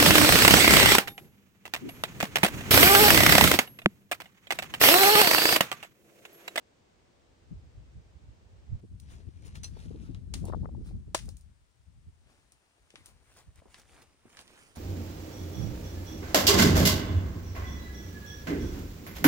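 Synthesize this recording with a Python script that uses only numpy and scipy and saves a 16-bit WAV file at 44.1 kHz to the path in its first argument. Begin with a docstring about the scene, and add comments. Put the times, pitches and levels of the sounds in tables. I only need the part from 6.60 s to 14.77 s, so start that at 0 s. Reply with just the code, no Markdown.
"""Leaves hiss and wind bumps two microphone ports; at 2.21 s the hiss cuts to the quieter air of a rocky ridge.
A hiker passes from left to right: boots thud and scuff on grit, pebbles tick, trousers and pack rustle,
and steel pole tips tap, strike and skitter on the stone. Air, wind, rubbing and grit are shaped noise with
drifting levels; pole shafts and the struck slab are decaying modes; light taps, small stones and snaps
are short band-limited clicks."""
import sys
import numpy as np
from scipy import signal
from scipy.fft import rfft, irfft, next_fast_len
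from scipy.io import wavfile
from scipy.ndimage import uniform_filter1d, map_coordinates

SR = 44100
rng = np.random.default_rng(int(sys.argv[2]) if len(sys.argv) > 2 else 0)


def int16_out(signal):
    """Quantize to a 16-bit WAV file."""
    q = np.round(np.clip(np.atleast_2d(signal).T, -1, 1) * 32767)
    wavfile.write(sys.argv[1], SR, q.astype(np.int16))


N = 360297
T = np.arange(N) / SR
TOP_HZ = 15900

# Air: bushland before the cut, ridge after; spectra: f/Hz, density/dB per Hz (relative)
CUT_S = 2.21
BUSH_SPECTRUM = [(25, -20), (75, -6.5), (435, -7), (1310, -18), (2210, -20), (6310, -26.5), (8420, -29.5),
                 (11200, -48.5), (15800, -42)]
RIDGE_SPECTRUM = [(200, -7.5), (720, -7.5), (3000, -13.5), (7600, -17.5), (9000, -14), (11400, -32),
                  (15800, -30)]
# left-right likeness of the air: f/Hz, coherence/1
AIR_COHERENCE = [(180, 0.9), (550, -0.054), (1650, -0.2), (5000, 0.15)]

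# breeze swelling to its main crest at 3.87 s, falling, then stirring weakly again: t/s, buffet level/dB
BREEZE = [(0, -76.5), (.82, -65), (1.05, -54), (1.8, -57.5), (2.3, -51), (3.45, -41.5), (3.68, -42.5),
          (3.87, -32.5), (4.08, -37.5), (4.35, -41), (4.88, -56.5), (5.15, -68.5), (5.42, -55), (5.65, -64),
          (6.15, -81), (6.4, -64.5), (7.35, -66.5), (7.55, -74.5), (8.1, -70.5)]
# gusts riding on the breeze: t/s, level/dB
GUSTS = [(.965, -43), (1.19, -48), (1.375, -44), (1.7, -48), (1.94, -48), (2.115, -41), (2.34, -45),
         (4.339, -37), (4.669, -37.5), (4.731, -41.5), (5.291, -55), (5.39, -57), (5.48, -51), (6.235, -65),
         (6.54, -53.5), (6.89, -50), (6.97, -53)]
GUST_S = 0.032  # from crest to 1/e
# wind rumble spectrum: f/Hz, density/dB per Hz (relative)
RUMBLE_SPECTRUM = [(20, -38), (45, 1), (75, 2.5), (130, -7.5), (230, -24), (400, -35.5), (1500, -82)]
# which port takes more wind: t/s, left minus right/dB
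WINDWARD = [(.8, 1), (2.15, -2), (2.35, 7.5), (3.3, 6), (5.4, 4.5), (6.2, 0), (8, 9)]

# hardest eddies breaking on the ports: t/s, nominal level/dB, upper edge f/Hz
HARD_EDDIES = [(0.924, -35, 215), (2.134, -29, 106), (2.243, -41, 328), (2.685, -44.5, 328),
               (3.17, -44.5, 910), (3.313, -38, 480), (3.353, -38.5, 360), (3.501, -34.5, 286),
               (3.844, -40.5, 760), (3.857, -42.5, 790), (3.87, -45, 880), (3.883, -41, 800),
               (3.901, -33.5, 850), (3.926, -36, 1340), (3.936, -29, 1200), (3.947, -33, 1110),
               (4.036, -46.5, 900), (4.047, -44, 1000), (4.058, -35.5, 1450), (4.092, -43.5, 840),
               (4.15, -48.5, 850), (4.313, -54, 800)]
EDDY_CYCLES = 2.33  # sigma of the burst, in cycles of its upper edge
CAVITY_HZ, CAVITY_WIDTH_HZ = 970, 210  # port resonance: centre, half-width
LESSER_EDDY_DB, LESSER_EDDY_SCATTER_DB = -5, 1.5  # against the breeze
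# upper edge at the breeze's crest; drop of the breeze that lowers it an octave
LESSER_EDDY_EDGE_HZ, LESSER_EDDY_OCTAVE_DB = 380, 30

# hiker's way across: t/s, lead of the left port/ms, left minus right/dB
PATH = [(3, .33, 3), (4.6, 0.16, 2.5), (6.3, 0.17, 3.5), (7.8, -0.11, -2), (8.15, -0.2, -4)]
# treble balance of the near sounds, lift near 9.4 kHz, dip near 11.4 kHz: f/Hz, gain/dB
NEAR_TREBLE = [(6500, 1), (7800, -1), (9400, 6), (10200, -1), (11400, -14.5), (13300, -7), (15500, -7)]
# left-right likeness of the near sounds: f/Hz, coherence/1
NEAR_COHERENCE = [(1000, 0.65), (5000, 0.39), (12000, 0.091)]

# swishes as a limb swings: t/s, level/dB, time from crest to 1/e /s
SWISHES = [(5.77, -73, .08), (6.39, -66, .08), (6.72, -65.5, .075), (6.98, -65.5, .03), (7.15, -62, 0.067),
           (7.36, -60.5, 0.098), (7.75, -59.5, .075), (8.0, -58.5, 0.15)]
# pack rustle between swings: t/s, level/dB
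PACK = [(5.4, -100), (5.7, -76), (8.1, -72)]
# rubbing fabric spectrum: f/Hz, density/dB per Hz (relative)
FABRIC_SPECTRUM = [(100, 0), (250, 6), (700, 2), (2400, -1), (4200, -7.5), (7500, -5.5), (15500, -8.5)]

# coarse grains in a crunch: size scatter, middle pitch, cycles to -60 dB; level against the fine ones
GRAIN_SCATTER_DB, GRAIN_HZ, GRAIN_CYCLES = 3.5, 4000, 7
GRAIN_DB = -9

# light pole taps, pebbles and grit ticking: t/s, nominal peak/dB, centre f/Hz
TICKS = [(2.3997, -37, 8400), (2.881, -47, 3580), (2.955, -33.5, 3460), (3.547, -37.5, 1990),
         (3.8536, -30.5, 11900), (4.6305, -53, 7050), (4.6575, -40.5, 9500), (4.8105, -44, 8950),
         (5.921, -39.5, 6950), (6.304, -39.5, 2880), (6.3568, -30.5, 1940), (6.4593, -30, 10580),
         (6.958, -43, 9000), (7.1435, -32.5, 2600), (7.7701, -30, 2170), (7.7909, -31, 2300),
         (7.812, -36.5, 6200), (7.878, -41, 3130)]
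CLICK_T60_S, SCATTER_T60_S, SCATTER_DB = 0.01, 0.17, -14  # click, then scatter from the ground
# pole tip skittering after the hardest strike: first contact, nominal peak, centre
SKITTER_AT_S, SKITTER_DB, SKITTER_HZ = 4.5903, -29, 3000
GAP_S, GAP_RATIO = 0.0994, 0.8  # first gap; each next gap over the last
SKITTER_LOSS_DB, SKITTER_BRIGHTEN_HZ = 3, 3680  # from contact to contact
# stray snaps of grit and fabric: nominal peak over the friction, its scatter; centre, its spread
SNAP_DB, SNAP_SCATTER_DB, SNAP_HZ, SNAP_OCTAVES = 12.5, 2.2, 4060, 1.16

# boots landing: t/s, nominal peak/dB, upper edge f/Hz
STEPS = [(4.682, -47.5, 925), (6.339, -50, 596), (7.019, -51, 810), (7.056, -47.5, 690), (7.654, -44, 360)]
# boots rolling over the ground: t/s, grit level/dB, scrape length/s, dry litter level/dB
FOOTFALLS = [(2.521, -63, 0.025, -64.5), (2.862, -56.5, .013, -65), (2.96, -54, .01, -76.5),
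             (3.211, -67, 0.052, -64), (3.442, -70.5, 0.026, -69), (3.88, -57.5, .009, -65.5),
             (4.274, -62, 0.022, -75.5), (5.711, -76.5, 0.028, -72), (6.475, -63, 0.03, -76.5),
             (6.781, -57, 0.023, -86.5), (7.191, -58, .014, -72), (7.422, -53.5, 0.0055, -73),
             (7.8, -56.5, 0.014, -69), (8.163, -47.5, 0.006, -71.5)]
LITTER_S = 0.1  # leaves give way more slowly than grit
# ground spectra: f/Hz, density/dB per Hz (relative)
GRIT_SPECTRUM = [(200, -1), (800, 4.5), (2800, -1), (9000, -2.5), (15500, 0)]
LITTER_SPECTRUM = [(300, 16), (1000, 4.5), (6000, -0.5), (9000, -11), (15500, -20)]

# pole tips on rock: t/s, pole, crack/dB, shaft ring/dB, rock knock/dB, tail/dB
POLES = [(3.033, "right", -39, -43, -71, -77), (3.0417, "right", -39, -36, -69, -52.5),
         (3.7379, "left", -29.5, -39.5, -65, -45.5), (4.5461, "left", -20.5, -31, -20, -37.5)]
# tip crack and its tail, spectrum: f/Hz, density/dB per Hz (relative)
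CRACK_SPECTRUM = [(150, -10), (500, -3.5), (1800, -1.5), (7000, 1), (15500, -6)]
# shaft modes: f/Hz, level/dB
RIGHT_SHAFT = [(2700, -9), (4170, 0.5), (4700, -8), (5760, -3), (6090, 0), (9200, -9)]
LEFT_SHAFT = [(2780, -4.5), (3545, -5.5), (3950, 2), (4490, 2.5), (4900, -3.5), (5990, -4), (6385, -11.5),
              (6750, -2.5), (9370, -10)]
SHAFT_T60_S = 0.09
# struck slab modes: f/Hz, level/dB, t60/s
SLAB = [(430, -9, 0.04), (675, -4, 0.055), (830, -2, 0.027), (1010, 0, .02), (1250, -4, 0.016),
        (1720, -8, .035), (2030, -8, 0.035)]
CRUSH_DB, CRUSH_HZ, CRUSH_T60_S = -4, 1550, 0.028  # grit under the tip: against slab, upper edge, decay


def amp(db):
    """Decibels to gain."""
    return np.exp(np.asarray(db) * (np.log(10) / 20))


def unit(x):
    """Scaled to rms 1."""
    return x / np.sqrt(np.mean(x ** 2) + 1e-20)


def along(points, hz):
    """(Hz, value) points read on a log frequency axis."""
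    f, v = np.transpose(points)
    return np.interp(np.log(hz + 1), np.log(f + 1), v)


def curves(rows, at=T):
    """Each column after the time, joined by straight lines."""
    s, *cols = np.transpose(rows)
    return [np.interp(at, s, c) for c in cols]


def wobble(rate_hz, size=N):
    """Smooth random curve with rate_hz knots a second."""
    knots = rng.standard_normal(int(size * rate_hz / SR) + 4)
    fine = np.arange(len(knots) * 6) / 6
    return np.interp(T[:size] * rate_hz, fine, map_coordinates(knots, [fine]))


def filtered(x, response):
    """Zero-phase filter; response maps Hz to gain."""
    size = x.shape[-1]
    m = next_fast_len(size + size // 32, real=True)
    gain = response(np.fft.rfftfreq(m, 1 / SR)).astype(np.float32)
    return irfft(rfft(x.astype(np.float32), m) * gain, m)[..., :size].astype(float)


def coloured(x, spectrum):
    """x given a spectrum, at rms 1."""
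    return unit(filtered(x, lambda hz: amp(along(spectrum, hz))))


def noise(coherence, size=N):
    """White stereo noise; mid and side shares set the likeness of the channels."""
    def shares(hz):
        alike = np.clip(along(coherence, hz), -1, 1)
        return np.sqrt((1 + np.outer([1, -1], alike)) / 2)

    mid, side = filtered(rng.standard_normal((2, size)), shares)
    return np.array([mid + side, mid - side])


def panned(x, balance_db):
    """Half of the level difference goes to each side."""
    return np.array([x[0] * amp(balance_db / 2), x[1] * amp(-balance_db / 2)])


def add(track, s, sound):
    """Mixes a sound into the track at time s."""
    part = track[:, max(round(s * SR), 0):][:, :sound.shape[-1]]
    part += sound[..., :part.shape[-1]]


def scattered(likelihood, count):
    """Random moments that crowd where the likelihood is high."""
    total = np.cumsum(likelihood)
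    return np.interp((np.arange(count) + rng.random(count)) / count, total / total[-1], T)


def swells(rows):
    """Gaussian swells that rise and fall alike; overlapping ones add in power."""
    power = np.zeros((1, N))
    for s, db, length_s in rows:
        t = np.arange(-3 * length_s, 3 * length_s, 1 / SR)
        add(power, s + t[0], (amp(db) * np.exp(-(t / length_s) ** 2)) ** 2)
    return np.sqrt(power[0])


def strokes(rows):
    """Pressure of sliding soles: each stroke builds quickly and eases off more slowly."""
    out = np.zeros((1, N))
    for s, db, length_s in rows:
        t = np.arange(-3 * length_s, 6 * length_s, 1 / SR)
        shape = np.where(t < 0, np.exp(-(t / length_s) ** 2), 1 / np.cosh(t / length_s))
        add(out, s + t[0], amp(db) * shape)
    return out


def patchy(x, patch_db):
    """The colour drifts in patches some hundred Hz wide and some tens of ms long."""
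    z = signal.stft(x, nperseg=512)[2]
    field = rng.standard_normal(z.shape[1:])
    field = uniform_filter1d(uniform_filter1d(field, size=5, axis=0), size=9, axis=1)
    return signal.istft(z * amp(patch_db * unit(field)), nperseg=512)[1][:, :N]


def ring(modes, t, scatter_db, waver):
    """Modes struck together; strength and phase differ by side, and a loose contact blurs each line."""
    hz, db, t60_s = np.transpose(modes)[:, :, None]
    strength = amp(db + scatter_db * rng.standard_normal((2, len(modes), 1)))
    phase = hz / 4000 * rng.standard_normal((2, len(modes), 1))
    drift = waver * np.cumsum(rng.standard_normal((len(modes), len(t))), axis=1) / np.sqrt(SR)
    lines = strength * amp(-60 * t / t60_s) * np.sin(2 * np.pi * hz * t + phase + drift)
    return lines.sum(axis=1) / np.linalg.norm(amp(db))


def air():
    """Leaves hiss steadily in the bushland; the ridge is stiller."""
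    bush = panned(coloured(noise(AIR_COHERENCE), BUSH_SPECTRUM), balance_db=0.7) * amp(-65.5)
    ridge = panned(coloured(noise(AIR_COHERENCE), RIDGE_SPECTRUM), balance_db=3.5) * amp(-74.0)
    on_ridge = np.clip((T - CUT_S) / 0.013 + 0.5, 0, 1)
    return bush * (1 - on_ridge) + ridge * on_ridge


def wind():
    """Turbulence presses on each port in lumps; a stronger breeze shifts the balance from rumble to flutter."""
    breeze_db, = curves(BREEZE)
    breeze = amp(breeze_db + 0.29 * wobble(13))
    level = np.hypot(breeze, swells([(s, db, GUST_S) for s, db in GUSTS]))
    # half shared, half each port's own
    lumps = (wobble(25) + np.array([wobble(35), wobble(35)])) / np.sqrt(2)
    rumble = coloured(noise([(60, 0.13), (300, 0.11)]), RUMBLE_SPECTRUM)
    rumble = unit(rumble * amp(2.3 * lumps))
    flutter_spectrum = [(90, -6.5), (170, 4.5), (300, -10.5), (650, -33), (3000, -84.5)]
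    flutter = coloured(rng.standard_normal((2, N)), flutter_spectrum)
    flutter = unit(flutter * amp(3.3 * lumps))
    flutter_db = np.minimum(-8.0 + 0.52 * (breeze_db + 40.5), -7)
    rumble_db = -0.13 * np.maximum(breeze_db + 53, 0)
    return level * (amp(rumble_db) * rumble + amp(flutter_db) * flutter)


def lesser_eddies(count):
    """The stronger the breeze, the more often it sheds eddies, and the louder and higher they are."""
    breeze_db, = curves(BREEZE)
    s = scattered(amp(breeze_db), count)
    db, = curves(BREEZE, at=s)
    edge_hz = LESSER_EDDY_EDGE_HZ * 2 ** ((db - breeze_db.max()) / LESSER_EDDY_OCTAVE_DB)
    level_db = db + LESSER_EDDY_DB + LESSER_EDDY_SCATTER_DB * rng.standard_normal(count)
    return list(zip(s, level_db, edge_hz))


def eddies():
    """Single eddies flap against the ports: short dull bursts; the fastest excite the port cavity."""
    out, t = np.zeros((2, N)), np.arange(SR // 8) / SR - 1 / 16
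    for s, db, edge_hz in HARD_EDDIES + lesser_eddies(count=26):
        def response(hz):
            cavity = 1 / np.hypot(1, hz / 650) + 0.5 / (1 + ((hz - CAVITY_HZ) / CAVITY_WIDTH_HZ) ** 2)
            return cavity * hz / (hz + 60) / np.sqrt(1 + (hz / edge_hz) ** 9)

        swell = np.exp(-(t * edge_hz / EDDY_CYCLES) ** 2 / 2)
        puff = filtered(noise([(300, 0.083)], size=len(t)) * swell, response)
        add(out, s + t[0], unit(puff) * np.sqrt(np.mean(swell ** 2)) * amp(db - 3.5))
    return out


def coarse_grains(count):
    """Larger grains crack one by one, each with a few cycles of its own pitch."""
    t = T[:SR // 100]
    at = rng.integers(N - len(t), size=(count, 1)) + np.arange(len(t))
    pitch, size, side_db = rng.standard_normal((3, count, 1))
    hz = np.minimum(GRAIN_HZ * 2 ** pitch, TOP_HZ)
    envelope = amp(GRAIN_SCATTER_DB * np.minimum(size, 2) - 60 * t * hz / GRAIN_CYCLES)
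    grains = envelope * np.sin(2 * np.pi * hz * t)
    grains = grains * np.sqrt(hz / GRAIN_HZ)  # a longer-lived grain carries no more energy
    pair = panned([grains, grains], side_db)
    return unit(np.array([np.bincount(at.ravel(), g.ravel(), N) for g in pair]))


def crunch(grain_db):
    """Countless tiny fractures in clumps, with coarser grains cracking among them."""
    sizes = amp(grain_db * (np.clip(wobble(900), -2.5, 2.5) + wobble(70) / 2))
    fine = unit(patchy(noise(NEAR_COHERENCE) * sizes, patch_db=2.5))
    return fine + amp(GRAIN_DB) * coarse_grains(count=1800)


def rubbing():
    """How hard the fabric rubs: a swish for each swing over the pack's own rustle."""
    pack_db, = curves(PACK)
    return np.hypot(amp(pack_db), swells(SWISHES))


def cloth(rub):
    """Trouser legs swish past each other and stiff pack fabric crinkles: crunching noise scaled by the rub."""
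    return rub * coloured(crunch(grain_db=1.5), FABRIC_SPECTRUM)


def skitter(count):
    """The tip skitters: contacts ever sooner, softer and brighter."""
    rows = []
    for k in range(count):
        after_s = GAP_S * np.sum(GAP_RATIO ** np.arange(k))
        peak_db = SKITTER_DB - SKITTER_LOSS_DB * k
        rows.append((SKITTER_AT_S + after_s, peak_db, SKITTER_HZ + SKITTER_BRIGHTEN_HZ * k))
    return rows


def snaps(friction, count):
    """Harder friction sets off more and louder stray snaps."""
    s = scattered(friction, count)
    size, pitch = rng.standard_normal((count, 2)).T
    db = 20 * np.log10(np.interp(s, T, friction)) + SNAP_DB + SNAP_SCATTER_DB * size
    return list(zip(s, db, SNAP_HZ * 2 ** (SNAP_OCTAVES * pitch)))


def ticks(rows):
    """Light pole taps, small stones and snaps click, each in its own broad band, with a faint ground scatter."""
    out, t = np.zeros((2, N)), np.arange(SR // 6) / SR
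    decay = amp(-1 - 60 * t / CLICK_T60_S) + amp(SCATTER_DB - 60 * t / SCATTER_T60_S)
    for s, peak_db, centre_hz in rows:
        def band(hz):
            return amp(np.maximum(-3.5 * np.log2((hz + 1) / centre_hz) ** 2, -120))

        click = unit(filtered(noise(NEAR_COHERENCE, size=len(t)), band))
        add(out, s, amp(peak_db - 11.5) * click * decay)  # noise peaks exceed its rms
    return out


def sole_pressure():
    """How hard the boots scrape on grit, and how hard they press on litter."""
    scrape = strokes([(s, grit_db, length_s) for s, grit_db, length_s, _ in FOOTFALLS])
    press = strokes([(s, litter_db, LITTER_S) for s, _, _, litter_db in FOOTFALLS])
    return scrape, press


def boots(scrape, press):
    """Rubber soles land with a dull thud and grind grit and dry litter against the rock."""
    out, t = np.zeros((2, N)), np.arange(SR // 6) / SR
    for s, peak_db, edge_hz in STEPS:
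        def dull(hz):
            return hz / (hz + 300) / (1 + (hz / edge_hz) ** 4)

        thud = unit(filtered(noise(NEAR_COHERENCE, size=len(t)), dull))
        add(out, s, amp(peak_db - 4.5) * thud * amp(-60 * t / 0.076) * (1 - np.exp(-t / 0.00043)))
    grains = crunch(grain_db=2.0)
    return out + scrape * coloured(grains, GRIT_SPECTRUM) + press * coloured(grains, LITTER_SPECTRUM)


def slab_knock(t):
    """The slab rings in short modes; grit crushed under the tip fills the knock."""
    slab = ring(SLAB, t, scatter_db=1.5, waver=12)
    crush = unit(filtered(rng.standard_normal(len(t)), lambda hz: 1 / (1 + (hz / CRUSH_HZ) ** 6)))
    knock = slab / np.sqrt(2) + crush * amp(CRUSH_DB - 60 * t / CRUSH_T60_S)
    # a small slab radiates little bass
    return signal.sosfilt(signal.butter(2, 420, "high", fs=SR, output="sos"), knock)


def poles():
    """The steel tip cracks on stone, the shaft rings, the slab knocks, and nearby rocks scatter the sound."""
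    out, t = np.zeros((2, N)), np.arange(SR // 3) / SR
    for s, pole, crack_db, shaft_db, knock_db, tail_db in POLES:
        crack = amp(crack_db - 60 * t / 0.031) * coloured(noise(NEAR_COHERENCE, size=len(t)), CRACK_SPECTRUM)
        scatter = amp(-60 * t / 0.2) + amp(-26.5 - 60 * t / 0.83)
        scatter = scatter * amp(1.5 * wobble(400, size=len(t)))  # uneven rocks, uneven echoes
        tail = amp(tail_db) * scatter * coloured(rng.standard_normal((2, len(t))), CRACK_SPECTRUM)
        shaft_modes = LEFT_SHAFT if pole == "left" else RIGHT_SHAFT
        modes = [(hz, db, SHAFT_T60_S) for hz, db in shaft_modes]
        shaft = amp(shaft_db) * ring(modes, t, scatter_db=2, waver=20)
        add(out, s, (crack + tail + shaft) * (1 - np.exp(-t / 0.001)))
        # the weight on the pole reaches the slab just after the tip touches
        add(out, s + 0.0012, panned(amp(knock_db) * slab_knock(t), balance_db=5))
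    return out


def placed(x):
    """The port nearer the hiker hears the sound earlier and louder; a shared curve shapes the treble."""
    lead_ms, balance_db = curves(PATH)
    shift = lead_ms * SR / 1000 / 2  # samples, half to each side
    x = filtered(x, lambda hz: amp(along(NEAR_TREBLE, hz)))
    pair = [map_coordinates(side, [np.arange(N) + way * shift], order=3) for side, way in zip(x, (1, -1))]
    return panned(pair, balance_db)


def scene():
    """The hiker amid air and wind."""
    windward_db, = curves(WINDWARD)
    blowing = panned(wind() + eddies(), windward_db)
    scrape, press = sole_pressure()
    rub = rubbing()
    stray = snaps((scrape + press)[0] + rub, count=20)
    clicks = ticks(TICKS + skitter(count=3) + stray)
    hiker = placed(cloth(rub) + clicks + boots(scrape, press) + poles())
    return air() + blowing + hiker


def record(dry):
    """A steep low-pass at TOP_HZ: the microphone's band limit."""
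    return filtered(dry, lambda hz: 1 / (1 + (hz / TOP_HZ) ** 120))


dry = scene()
out = record(dry)
int16_out(out)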